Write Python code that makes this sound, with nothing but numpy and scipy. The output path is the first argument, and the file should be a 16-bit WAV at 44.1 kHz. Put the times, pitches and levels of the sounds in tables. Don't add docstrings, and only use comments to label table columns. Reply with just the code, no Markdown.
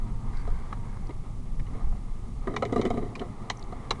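import sys
import numpy as np
from scipy import signal
from scipy.fft import rfft, irfft, next_fast_len
from scipy.io import wavfile
from scipy.ndimage import map_coordinates

SR = 44100
rng = np.random.default_rng(int(sys.argv[2]) if len(sys.argv) > 2 else 0)


def waveform_to_disk(signal):
    frames = np.transpose(np.atleast_2d(signal))
    scaled = np.clip(frames, -1, 1) * 32767
    samples = np.round(scaled).astype(np.int16)
    wavfile.write(sys.argv[1], SR, samples)


N = 176400
CONTACT_RISE_S = .0008
LEVEL_WINDOW_S = .016

# f/Hz, bandwidth/Hz, gain/dB
FRAME_MODES = [(240.6, 47, 6.5), (434, 85, 4), (707.6, 44.4, 4.5), (860, 70, -23.5), (975, 57, -8.5),
               (1235, 56, -2), (2014, 208, -2), (2110, 293, -6), (3040, 70, -15.5), (3900, 97, -12.5)]


def rolling():
    # t/s, relative level/dB
    rumble_levels = [(0.0, -40.5), (0.04, -36.5), (1.25, -38.5), (1.83, -37.5), (1.99, -41.5), (2.9, -33),
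                     (3.38, -40), (3.42, -32), (3.56, -45), (4.0, -36)]
    rush_levels = [(0.0, -50.5), (0.17, -52.5), (0.65, -52), (1.43, -56), (1.65, -56.5), (1.78, -49),
                   (1.9, -55.5), (2.29, -56), (2.52, -49.5), (2.66, -54.5), (2.78, -47), (2.92, -51.5),
                   (3.22, -50.5), (3.72, -50), (4.0, -49)]
    scuff_levels = [(0, -71), (.24, -71), (.36, -49), (.5, -56), (.63, -55), (.8, -63), (.93, -55),
                    (1.25, -75), (1.68, -88), (1.78, -60), (2.0, -69.5), (3.35, -89), (4, -53)]
    # f/Hz, relative density/dB
    rumble_spectrum = [(40, -6), (75, -7.5), (112, 1.5), (160, -8), (220, -7), (320, -21), (600, -29),
                       (1500, -54.5)]
    rush_spectrum = [(150, 0), (320, 1), (410, 2.5), (580, -6), (820, 2), (980, -2), (1200, 2),
                     (1520, -17.5), (1800, -15), (2100, -9.5), (2600, -25.5), (4000, -23.5), (8000, -65)]
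    scuff_spectrum = [(500, -8), (1000, 9.5), (1450, 1.5), (1620, 5.5), (1830, -3), (2150, 6.5),
                      (2600, -14), (4200, -14), (5200, -16), (10000, -20)]
    rumble = amp(curve(rumble_levels) + 1.9 * wobble(24)) * noise(rumble_spectrum)
    rush = amp(curve(rush_levels) + 3.5 + 1.6 * wobble(29.33)) * noise(rush_spectrum)
    scuff = amp(curve(scuff_levels) + 3.5 * wobble(240)) * noise(scuff_spectrum)
    return rumble + rush + scuff


def wheel_bumps():
    # t/s, relative level/dB of thud, knock, rap and crack, thud f/Hz
    bumps = [(.474, -40, -38.5, -62, -60, 421), (1.091, -40, -41.5, -54, -62, 297),
             (1.75, -46.5, -52, -67, -77, 424), (1.922, -52.5, -47, -62, -76, 396),
             (2.471, -27, -31, -47.5, -57.5, 394), (2.538, -36.5, -37.5, -50, -57, 421),
             (2.622, -28, -22.5, -34.5, -44, 497), (2.693, -42, -40, -57, -76, 436),
             (2.7231, -23, -28, -41, -49.5, 261), (2.759, -21.5, -24.5, -37.5, -45.5, 445),
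             (2.7785, -28, -50, -52, -51.5, 243), (2.792, -28, -38, -46, -61, 446),
             (2.851, -24.5, -29.5, -38.5, -44, 385), (2.861, -26, -36, -45.5, -64, 223),
             (2.871, -34, -47, -51, -56, 438), (2.9021, -29, -25, -41, -47, 445),
             (2.938, -31, -37, -68, -60, 243), (2.972, -27.5, -32.5, -48.5, -60, 377),
             (3.049, -44, -52, -57, -66, 344), (3.2133, -35.5, -32.5, -49.5, -58, 403),
             (3.722, -39, -36, -53, -61, 400)]
    knocks = impacts(bumps, FRAME_MODES, band_trim_db=[-2, -0.34, 0.59, -0.13],
                     contact_db=-5, t60=0.053, tail_db=-22, tail_t60=.11, direct_db=-30.5)
    thuds = [(start + CONTACT_RISE_S, hz, db) for start, db, *_, hz in bumps]
    return knocks + pings(thuds, trim_db=-1, t60=0.066)


def loose_parts():
    # t/s, relative level/dB of thud, knock, rap and crack, ring f/Hz, relative level/dB
    collisions = [(0.7265, -70, -39.5, -47, -57.5, 1250, -33), (1.106, -43, -67, -57, -65, 2130, -52.5),
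                  (1.596, -63, -59, -53.5, -62, 1750, -50), (1.666, -68, -73, -58.5, -66, 2880, -64),
                  (2.563, -42, -29, -35, -40, 1940, -34), (2.651, -32, -61, -42, -47.5, 2100, -50),
                  (2.8128, -35, -35, -42, -42.5, 4010, -49), (3.153, -56, -41, -48, -49, 2470, -38.5),
                  (3.194, -69, -58, -50, -51.5, 3110, -43), (3.499, -43, -29.5, -30.5, -33.5, 3070, -32.5),
                  (3.9068, -31, -25, -32.5, -34, 3904, -26)]
    # f/Hz, bandwidth/Hz, gain/dB
    fitting_modes = [(401, 35, 5.5), (790, 118, -4.5), (1062, 134, -2.5), (1300, 230, -10.5),
                     (2020, 355, -6.5), (2330, 360, -8.5), (2950, 112, -10.5), (3900, 370, -8),
                     (5800, 760, -20)]
    clacks = impacts(collisions, fitting_modes, band_trim_db=[0.33, 0.25, 0.46, 0.31],
                     contact_db=-3.5, t60=0.046, tail_db=-31, tail_t60=.2, direct_db=-27)
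    rings = [(start, hz, db) for start, *_, hz, db in collisions]
    return clacks + pings(rings, trim_db=-2, t60=.028)


def frame_shake():
    # t/s, level/dB
    shake_levels = [(0, -65.5), (2.45, -60.5), (2.5, -34.5), (2.6, -34.5), (2.7, -40), (2.79, -28.5),
                    (2.9, -35.5), (3.0, -31), (3.12, -42.5), (3.25, -39.5), (3.36, -56), (3.44, -42),
                    (3.55, -53.5), (4, -49)]
    # f/Hz, relative density/dB
    jolt_spectrum = [(150, 1.5), (450, 2.5), (800, -4.5), (2000, -8.5), (6000, -17)]
    jolts = amp(3 * wobble(60)) * noise(jolt_spectrum)
    return amp(curve(shake_levels)) * unit(filtered(jolts, lambda hz: resonances(FRAME_MODES, hz)))


def tread_hum():
    # t/s, f/Hz, level/dB
    hum_track = [(0, 975, -55), (.2, 903, -55), (.5, 930, -63), (.85, 947, -52), (1.2, 864, -72),
                 (1.6, 812, -71), (1.9, 800, -53), (2.2, 790, -88)]
    return tone(hum_track, waver=0.0097)


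def grit():
    # t/s, centre f/Hz, level/dB
    snaps = [(.371, 4330, -57), (1.071, 4370, -61), (3.572, 6000, -55), (3.595, 5540, -56),
             (3.626, 3900, -52), (3.64, 6100, -64)]
    t60, width_hz = .011, 1300
    t, out = np.arange(SR // 10) / SR, np.zeros(N + SR)
    for start, hz, db in snaps:
        burst = rng.standard_normal(len(t)) * amp(-60 * t / t60)
        tick = filtered(burst, lambda f: resonances([(hz, width_hz, 0)], f) ** 2)
        add_transient(out, start, tick, db)
    return out[:N]


def squeak():
    # t/s, f/Hz, level/dB
    squeak_track = [(.32, 4950, -91), (.345, 4860, -75), (.385, 4580, -64), (.42, 4580, -63),
                    (.45, 4600, -86), (.58, 4320, -74), (.66, 4600, -70), (.75, 4620, -105)]
    return tone(squeak_track, waver=0.0015)


def wind():
    # t/s, level/dB
    gust_levels = [(0, -23), (.07, -29.5), (.3, -28.5), (.5, -21.5), (.8, -33), (1.08, -27.5), (1.25, -34),
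                   (1.5, -26), (1.66, -20.5), (1.82, -28.5), (1.88, -14), (1.94, -26), (2.3, -28.5),
                   (2.41, -23.5), (2.6, -44), (2.92, -31), (3.15, -38), (3.6, -34.5), (4, -38)]
    # f/Hz, relative density/dB
    gust_spectrum = [(8, -8.5), (20, 4), (36, -6), (55, -14), (80, -20.5), (160, -31), (400, -119)]
    return amp(curve(gust_levels) + 0.91 * wobble(5.1)) * noise(gust_spectrum)


def hiss():
    # f/Hz, relative density/dB
    hiss_spectrum = [(200, -3), (2500, -2), (4000, -4.5), (6000, -5), (9800, -5.5), (10600, -9),
                     (11300, -3.5), (12200, -22)]
    # f/Hz, level/dB
    partials = [(6700, -82), (9600, -98)]
    t = np.arange(N) / SR
    whine = sum(amp(db) * np.sqrt(2) * np.sin(2 * np.pi * hz * t) for hz, db in partials)
    return amp(-61.5) * noise(hiss_spectrum) + whine


def impacts(rows, modes, band_trim_db, contact_db, t60, tail_db, tail_t60, direct_db):
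    # lower f/Hz, upper f/Hz
    bands = [(200, 520), (600, 1450), (1650, 2600), (2900, 7800)]
    filters = [signal.butter(order, band, "bandpass", fs=SR, output="sos")
               for order, band in zip((2, 3, 3, 3), bands)]
    size = 8192
    t, out = np.arange(size) / SR, np.zeros(N + size)
    decay = amp(-60 * t / t60) + amp(tail_db - 60 * t / tail_t60)
    chatter = (1 - np.exp(-t / CONTACT_RISE_S)) * decay
    impulse = np.arange(size) == round(2 * CONTACT_RISE_S * SR)
    contact = amp(contact_db) * np.linalg.norm(chatter) * impulse
    for start, *levels in rows:
        detuned = [(hz * np.exp(rng.normal(0, .0007 * np.sqrt(hz))), width, db)
                   for hz, width, db in modes]
        force = contact + chatter * rng.standard_normal(size)
        ring = filtered(force, lambda hz: resonances(detuned, hz) + amp(direct_db))
        for sos, db, trim in zip(filters, levels, band_trim_db):
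            add_transient(out, start, signal.sosfilt(sos, ring), db + trim)
    return out[:N]


def pings(rows, trim_db, t60):
    t, out = np.arange(SR // 10) / SR, np.zeros(N + SR)
    envelope = (1 - np.exp(-t / .001)) * amp(-60 * t / t60)
    for start, hz, db in rows:
        drift = np.cumsum(rng.standard_normal(len(t))) * 0.0017 * np.sqrt(hz)
        ring = envelope * np.sin(2 * np.pi * hz * t + drift)
        add_transient(out, start, ring, db + trim_db)
    return out[:N]


def tone(rows, waver):
    hz = curve(rows) * (1 + waver * wobble(56.95))
    envelope = amp(curve(rows, column=2) + 2.2 * wobble(21.3))
    return envelope * np.sin(2 * np.pi * np.cumsum(hz) / SR)


def resonances(modes, hz):
    return sum((-1) ** k * amp(db) * 1j * hz * width / (centre ** 2 - hz ** 2 + 1j * hz * width)
               for k, (centre, width, db) in enumerate(modes))


def add_transient(out, start, x, db):
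    out[round(start * SR):][:len(x)] += amp(db) * x * np.sqrt(LEVEL_WINDOW_S * SR) / np.linalg.norm(x)


def amp(db):
    return 10 ** (np.asarray(db) / 20)


def unit(x):
    return x / np.sqrt(np.mean(x ** 2) + 1e-20)


def spectral_gain(points, hz):
    f, db = np.transpose(points)
    return amp(np.interp(np.log(hz + 1), np.log(f + 1), db))


def curve(rows, column=1):
    table = np.transpose(rows)
    return np.interp(np.arange(N) / SR, table[0], table[column])


def wobble(rate):
    return map_coordinates(rng.standard_normal(2048), [np.arange(N) * rate / SR], mode="wrap")


def filtered(x, response):
    size = next_fast_len(2 * len(x))
    return irfft(rfft(x, size) * response(np.fft.rfftfreq(size, 1 / SR)), size)[:len(x)]


def noise(spectrum):
    return unit(filtered(rng.standard_normal(N), lambda hz: spectral_gain(spectrum, hz)))


def scene():
    scooter = rolling() + wheel_bumps() + loose_parts() + frame_shake() + tread_hum()
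    return (scooter + grit() + squeak() + wind() + hiss())[None]


def record(dry):
    # f/Hz, gain/dB
    roll_off = [(9500, -2.5), (10500, -4.5), (11400, -16.5), (12200, -20)]
    limit_hz = 12250
    return filtered(dry[0], lambda hz: spectral_gain(roll_off, hz) * (hz < limit_hz))[None]


dry = scene()
out = record(dry)
waveform_to_disk(out)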